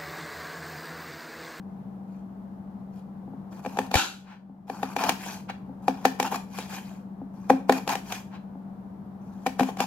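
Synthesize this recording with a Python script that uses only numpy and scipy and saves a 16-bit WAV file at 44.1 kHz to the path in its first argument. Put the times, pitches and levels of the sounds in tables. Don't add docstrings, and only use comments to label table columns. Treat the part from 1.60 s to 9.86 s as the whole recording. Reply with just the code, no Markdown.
import sys
import numpy as np
from scipy import signal
from scipy.fft import rfft, irfft, next_fast_len
from scipy.io import wavfile
from scipy.ndimage import uniform_filter1d

SR = 44100
rng = np.random.default_rng(int(sys.argv[2]) if len(sys.argv) > 2 else 0)


def int16_out(signal):
    q = np.round(np.clip(np.atleast_2d(signal).T, -1, 1) * 32767)
    wavfile.write(sys.argv[1], SR, q.astype(np.int16))


N = 364266

# f/Hz, relative level/dB
AIR_COLOUR = [(12, -63), (20, -30), (49, -23), (134, -11), (168, -10), (193, -9), (216, -11), (248, -11.5),
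              (367, -21), (558, -23), (802, -20.5), (2530, -50), (8410, -62.5), (13500, -56.5),
              (16000, -73.5)]
# f/Hz, likeness/0-1
ROOM_LIKENESS = [(60, 1), (290, 0.73), (640, .42), (1400, 0), (15000, 0)]
# f/Hz, level/dB
MOTOR_HUMS = [(191.5, -44), (206, -50)]
# t/s, gain/dB
BACKGROUND_DIP = [(2.36, 1.5), (2.42, -5.5), (3.05, -6.5), (3.2, 0), (3.45, 1.5)]
# f/Hz, t60/s
ROOM_DECAY = [(200, 0.43), (800, 0.3), (2500, 0.35), (7000, 0.33), (15000, 0.35)]
# f/Hz, left minus right/dB
MIC_BALANCE = [(30, 0.5), (190, 3.5), (300, 2), (500, 0.5), (750, 4.5), (1200, 1), (2300, 2), (5000, 2),
               (8000, 3), (14000, -1.5)]
# f/Hz, relative level/dB, t60/s
PLATE_BOARD_MODES = [(201.8, -12, 0.12), (264.8, -2.5, 0.16), (439, -5, 0.047), (506, 1, 0.035),
                     (721, 5, 0.024), (795.7, 9, 0.027), (940, -2.5, .03), (1082, -7, 0.034),
                     (1550, 2, 0.01), (1795, 8, 0.035), (2343, 5.5, 0.066), (2530, -12.5, 0.0072),
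                     (3450, -6.5, 0.013)]
# f/Hz, relative level/dB, t60/s
RIM_MODES = [(1415, -9, .2), (2430, -8, .2), (2739, -7, .22), (3085, -9, .25), (3351, -9, .22),
             (3390, -7, .22), (3870, -2, .16), (4059, -5, .24), (4361, -12, .22), (4542, -12, .22),
             (4859, -10, .22)]
# f/Hz, relative level/dB, t60/s
BLADE_MODES = [(1038, -0.5, .04), (1331, -6, .04), (2465, -0.5, .06), (3160, -6.5, 0.04),
               (4430, -5.5, 0.06), (7240, -8.5, 0.039)]
# f/Hz, relative level/dB
CELL_COLOUR = [(250, -5.5), (400, -12.5), (590, -13.5), (730, -0.5), (850, 1), (1270, -8.5), (1600, -5),
               (2050, -12.5), (2450, -6.5), (3500, -16), (7000, -19.5), (8800, -26), (11500, -23.5),
               (16000, -19.5)]
# f/Hz, relative level/dB
RASP_COLOUR = [(200, -27), (280, -0.5), (450, -14), (640, -13), (780, 4), (1150, -9.5), (1450, 3),
               (2000, -16), (2500, -3.5), (3300, -6), (3900, -4.5), (5000, -10), (7000, -8), (9000, -23),
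               (11500, -16), (16000, -37)]
# t/s, level/dB
BUMPS = [(1.677, -41), (1.735, -39.5), (2.895, -48), (4.093, -39.5), (5.615, -36), (5.935, -26.5),
         (6.954, -42.5), (8.01, -20)]
# crest t/s, length/s, level/dB
SLIPS = [(2.715, 0.096, -50), (3.9, .022, -34.5), (6.749, 0.053, -46.5)]
# crest t/s, length/s, level/dB
GLIDES = [(.55, .13, -72.5), (1.375, 0.084, -65.5), (3.683, 0.17, -41), (4.99, 0.12, -43.5),
          (5.142, 0.092, -41), (5.284, 0.19, -57), (6.53, 0.12, -42)]
# start t/s, end t/s, level at the end/dB
PUSHES = [(1.906, 2.003, -60), (2.02, 2.268, -52), (3.068, 3.337, -51), (3.377, 3.492, -35.5),
          (4.219, 4.456, -60), (4.636, 4.679, -35), (4.707, 4.761, -35.5), (5.73, 5.886, -67),
          (6.119, 6.186, -40.5), (6.282, 6.335, -32), (7.61, 7.857, -67.5), (8, 8.103, -46.5),
          (8.181, 8.239, -37.5)]
# t/s, force/dB, crispness/dB
LAYER_BREAKS = [(1.927, -37.5, -0.5), (2.049, -23.5, -5), (2.061, -18, -4.5), (2.171, -18.5, -1.5),
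                (2.188, -9, -1), (2.313, -22.5, 5), (2.341, -8, 4.5), (2.354, -9, 6.5), (3.098, -18, -5),
                (3.23, -12.5, -3), (3.364, -13, 1), (3.408, -19.5, -3), (3.437, -14, 4),
                (3.492, -11.5, 8.5), (3.898, -26, -1.5), (4.281, -5, -5), (4.452, -2.5, 1),
                (4.599, -9.5, 3.5), (4.627, -18.5, 7), (4.728, -18, -10.5), (4.986, -21.5, 5),
                (5.8985, -6, -4.5), (5.9023, -1, -8.5), (6.095, 0.5, -5.5), (6.122, -12.5, 4),
                (6.276, -16.5, 5), (6.291, -22.5, 10.5), (6.353, -18, 5), (6.522, -27.5, 12.5),
                (7.863, -12, -2), (7.867, -11.5, -0.5), (7.995, -9, 0), (8.006, -12, -1.5), (8.031, -18, 2),
                (8.089, -19.5, -6), (8.17, -27.5, 2.5), (8.203, -9.5, 3.5)]


def amp(db):
    return 10 ** (np.asarray(db) / 20)


def unit_rms(x):
    return x / np.sqrt(np.mean(x ** 2) + 1e-20)


def unit_blow(x):
    return x / np.sqrt(np.sum(x ** 2) / (0.02 * SR))


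def curve_at(points, hz):
    f, value = np.transpose(points)
    return np.interp(np.log(hz + 1), np.log(f + 1), value)


def add(mix, start_s, sound):
    part = mix[..., round(start_s * SR):][..., :sound.shape[-1]]
    part += sound[..., :part.shape[-1]]


def convolve(x, response):
    return signal.oaconvolve(np.atleast_2d(x), np.atleast_2d(response), axes=1)[:, :N]


def excite(drive, response):
    return convolve(drive, response / np.linalg.norm(response))


def band(x, low_hz, high_hz, order=3):
    return signal.sosfilt(signal.butter(order, [low_hz, high_hz], "band", fs=SR, output="sos"), x)


def click(colour, size=2048):
    hz = abs(np.fft.fftfreq(size, 1 / SR))
    log_gain = np.log(amp(curve_at(colour, hz)))
    return np.fft.ifft(np.exp(signal.hilbert(log_gain).conj())).real[:size // 2]


def wander(per_s):
    knots = rng.standard_normal(int(per_s * N / SR) + 24)
    return unit_rms(np.interp(np.arange(N) * per_s / SR, np.arange(len(knots)), knots))


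def swells(rows, t):
    return sum(amp(db) * np.exp(-(2 * (t - crest) / length) ** 2) for crest, length, db in rows)


def ring(modes, spread_db=0, detune=0):
    hz, db, t60 = np.transpose(modes)[:, :, None]
    louder, sharper = rng.standard_normal((2, len(modes), 1))
    t = np.arange(14000) / SR
    envelope = amp(db + spread_db * louder - 60 * t / t60)
    return envelope * np.sin(2 * np.pi * hz * (1 + detune * sharper) * t)


def grains(per_s, spread_db):
    heights = amp(spread_db * np.minimum(rng.exponential(1, N), 4)) * rng.choice([-1, 1], N)
    return unit_rms(heights * (rng.random(N) < per_s / SR))


def friction(per_s, spread_db):
    shared, left, right = (grains(per_s, spread_db) for _ in range(3))
    return unit_rms(shared + np.array([left, right]))


def room_pair(spectra, hz):
    left, other = spectra
    likeness = curve_at(ROOM_LIKENESS, hz)
    return np.array([left, likeness * left + np.sqrt(1 - likeness ** 2) * other])


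def air(level_db=-48, swell_db=0.45):
    hz = np.fft.rfftfreq(N, 1 / SR)
    noise = room_pair(rfft(rng.standard_normal((2, N))), hz)
    rush = unit_rms(irfft(noise * amp(curve_at(AIR_COLOUR, hz)), N))
    return amp(level_db + swell_db * wander(4.9)) * rush


def motors(drift_hz=0.25, waver_db=1):
    hum = np.zeros(N)
    for hz, db in MOTOR_HUMS:
        peak = np.sqrt(2) * amp(db + waver_db * wander(3.8))
        cycles = np.cumsum(hz + drift_hz * wander(2)) / SR
        hum += peak * np.sin(2 * np.pi * cycles)
    return hum


def kitchen(x, low_db, high_db, gap_s=0.003, build_s=0.0074):
    taps = rng.standard_normal((2, SR)) * (rng.random((2, SR)) < 1 / 16)
    taps *= np.clip((np.arange(SR) / SR - gap_s) / build_s, 0, 1)
    hz, t, spectra = signal.stft(taps, SR, nperseg=256)
    hz = hz[:, None]
    spectra = room_pair(spectra, hz) * amp(-60 * t / curve_at(ROOM_DECAY, hz))
    norm = np.linalg.norm(signal.istft(spectra[0], SR, nperseg=256)[1])
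    tilt = amp(curve_at([(700, low_db), (3500, high_db)], hz))
    tail = signal.istft(spectra * tilt, SR, nperseg=256)[1]
    return convolve(x, tail / norm)


def table_thump(start_s=2.354, hz=80, level_db=-18, rise_s=0.0043, pan_db=3):
    out, t = np.zeros((2, N)), np.arange(SR // 4) / SR
    envelope = amp(level_db) * t / rise_s * np.exp(1 - t / rise_s)
    add(out, start_s, envelope * np.sin(2 * np.pi * hz * t))
    return out * amp([[pan_db], [-pan_db]])


def board_bumps(rise_s=0.0024, db_per_octave=-7):
    out, hz = np.zeros((2, N)), np.transpose(PLATE_BOARD_MODES)[0]
    dulling = amp(db_per_octave * np.log2(hz / hz[0]))[:, None]
    for start_s, db in BUMPS:
        low_ring = (ring(PLATE_BOARD_MODES, detune=0.012) * dulling)[hz < 900].sum(0)
        t = np.arange(len(low_ring)) / SR
        add(out, start_s, amp(db) * unit_blow(low_ring * (1 - np.exp(-t / rise_s))))
    return out


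def tip_slips(rim_db=-18):
    rub = swells(SLIPS, np.arange(N) / SR) * friction(per_s=9000, spread_db=2.5)
    dry_click = band(click(CELL_COLOUR), 650, 2600, order=1)
    return excite(rub, dry_click) + amp(rim_db) * excite(rub, ring(RIM_MODES).sum(0))


def glaze_scrape(crest_s=2.387, rise_s=0.033, fall_s=0.048, level_db=-23, rim_db=-11):
    t = np.arange(N) / SR - crest_s
    swell = amp(level_db) * np.exp(-np.where(t < 0, (t / rise_s) ** 2, t / fall_s))
    drag = swell * friction(per_s=13000, spread_db=3.5)
    return excite(drag, click(RASP_COLOUR)) + amp(rim_db) * excite(drag, ring(RIM_MODES).sum(0))


def cutting_gains(t, bite_s=0.012, grow_db_per_s=27, stop_s=0.0041, firm_db=-35):
    power = 1e-14
    for start, end, db in PUSHES:
        hold = np.clip((t - start) / bite_s, 0, 1) * np.exp(-np.maximum(t - end, 0) / stop_s)
        power += (hold * amp(db - grow_db_per_s * np.maximum(end - t, 0))) ** 2
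    lead_s, trail_s, tear_db = 0.0037, 0.013, -28.5
    for break_s, force, crisp in LAYER_BREAKS:
        tear = np.exp(-abs(t - break_s) / np.where(t < break_s, lead_s, trail_s))
        power += (amp(force + crisp + tear_db) * tear) ** 2
    effort_db = 10 * np.log10(power) - firm_db
    glide = swells(GLIDES, t)
    body = np.hypot(amp(firm_db + 6.1 + 0.8 * effort_db), amp(1) * glide)
    crunch = np.hypot(amp(firm_db + effort_db), glide)
    fizz = np.hypot(amp(firm_db - 4.5 + 0.86 * effort_db), amp(-2.5) * glide)
    return body, crunch, fizz


def bursting_cells(bands_db=-1, blade_db=-8, rim_db=-17):
    t = np.arange(N) / SR
    coarse_t = t[::44]
    body, crunch, fizz = (np.interp(t, coarse_t, gain) for gain in cutting_gains(coarse_t))
    clumps = unit_rms(amp(1.2 * wander(200)))
    centre = clumps * grains(per_s=4000, spread_db=4)
    spray = clumps * np.array([grains(per_s=7600, spread_db=3.5) for _ in range(2)])

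    def crackle(gain, low_hz, high_hz, width):
        drive = gain * unit_rms(centre + width * spray)
        return excite(drive, band(click(CELL_COLOUR), low_hz, high_hz))

    bands = (crackle(body, 220, 1250, width=0.29)
             + crackle(crunch, 1250, 5000, width=0.88)
             + crackle(fizz, 5200, 13000, width=1))
    rim = excite(crunch * centre, ring(RIM_MODES).sum(0))
    blade = excite(crunch * unit_rms(spray), ring(BLADE_MODES).sum(0))
    return amp(bands_db) * bands + amp(blade_db) * blade + amp(rim_db) * rim


def squelch(x, patchy_db=3.2, bins=9, frames=3):
    spectra = signal.stft(x, SR, nperseg=512)[2]
    noise = rng.standard_normal(spectra.shape[1:])
    patches = unit_rms(uniform_filter1d(uniform_filter1d(noise, bins, 0), frames, 1))
    return signal.istft(spectra * unit_rms(amp(patchy_db * patches)), SR, nperseg=512)[1][:, :N]


def fractures(response, decay_s, rise_s=0.0013):
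    t = np.arange(1024) / SR
    tear = rng.standard_normal((2, len(t))) * np.exp(-t / decay_s) * (1 - np.exp(-t / rise_s))
    return np.sqrt(2) * unit_blow(convolve(tear + 0.11 * tear[::-1], response))


def layer_knocks(plate_rise_s=0.0013, board_rise_s=0.0042, choke_s=0.0035, bounce_s=0.0038, bounce=0.17):
    out, hz = np.zeros((2, N)), np.transpose(PLATE_BOARD_MODES)[0]
    in_board, in_rim = hz < 350, hz > 1300
    in_plate = ~in_board & ~in_rim
    cell_click = band(click(CELL_COLOUR), 2800, 12000, order=2)
    for start_s, force, crisp in LAYER_BREAKS:
        modes = ring(PLATE_BOARD_MODES, spread_db=1.5, detune=0.018)
        modes *= amp(-5 * amp(force) * np.log2(hz / hz[0]))[:, None]
        t = np.arange(modes.shape[1]) / SR
        plate = amp(force - 14.5) * unit_blow(modes[in_plate].sum(0) * (1 - np.exp(-t / plate_rise_s)))
        thud = unit_blow(modes[in_board].sum(0) * (1 - np.exp(-t / board_rise_s)))
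        choked_rim = modes[in_rim].sum(0) * np.exp(-t / choke_s)
        clack = fractures(choked_rim, decay_s=0.0013)
        snap = fractures(cell_click, decay_s=0.0034)
        add(out, start_s, plate)
        add(out, start_s + bounce_s, bounce * plate)
        add(out, start_s, amp(force - 22 - 0.18 * crisp) * thud)
        add(out, start_s, amp(force - 23 + 0.67 * crisp) * clack)
        add(out, start_s, amp(force - 28 + 1.55 * crisp) * snap)
    return band(out, 140, 20000, order=2)


def scene():
    hits = layer_knocks() + board_bumps()
    cuts = squelch(bursting_cells()) + glaze_scrape() + tip_slips()
    room = kitchen(hits, low_db=-13.5, high_db=-9) + kitchen(cuts, low_db=-9, high_db=-8.5)
    dip = amp(np.interp(np.arange(N) / SR, *np.transpose(BACKGROUND_DIP)))
    return dip * (air() + motors()) + room + table_thump() + cuts + hits


def record(dry, lag_s=0.00006, cutoff_hz=15950):
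    size = next_fast_len(N + SR)
    hz = np.fft.rfftfreq(size, 1 / SR)
    lean = amp(curve_at(MIC_BALANCE, hz) / 2)
    microphones = np.array([lean, np.exp(-2j * np.pi * hz * lag_s) / lean])
    heard = irfft(rfft(dry, size) * microphones, size)[:, :N]
    low_pass = signal.firwin(511, cutoff_hz, window=("kaiser", 9), fs=SR)
    return signal.oaconvolve(heard, low_pass[None], "same", axes=1)


dry = scene()
out = record(dry)
int16_out(out)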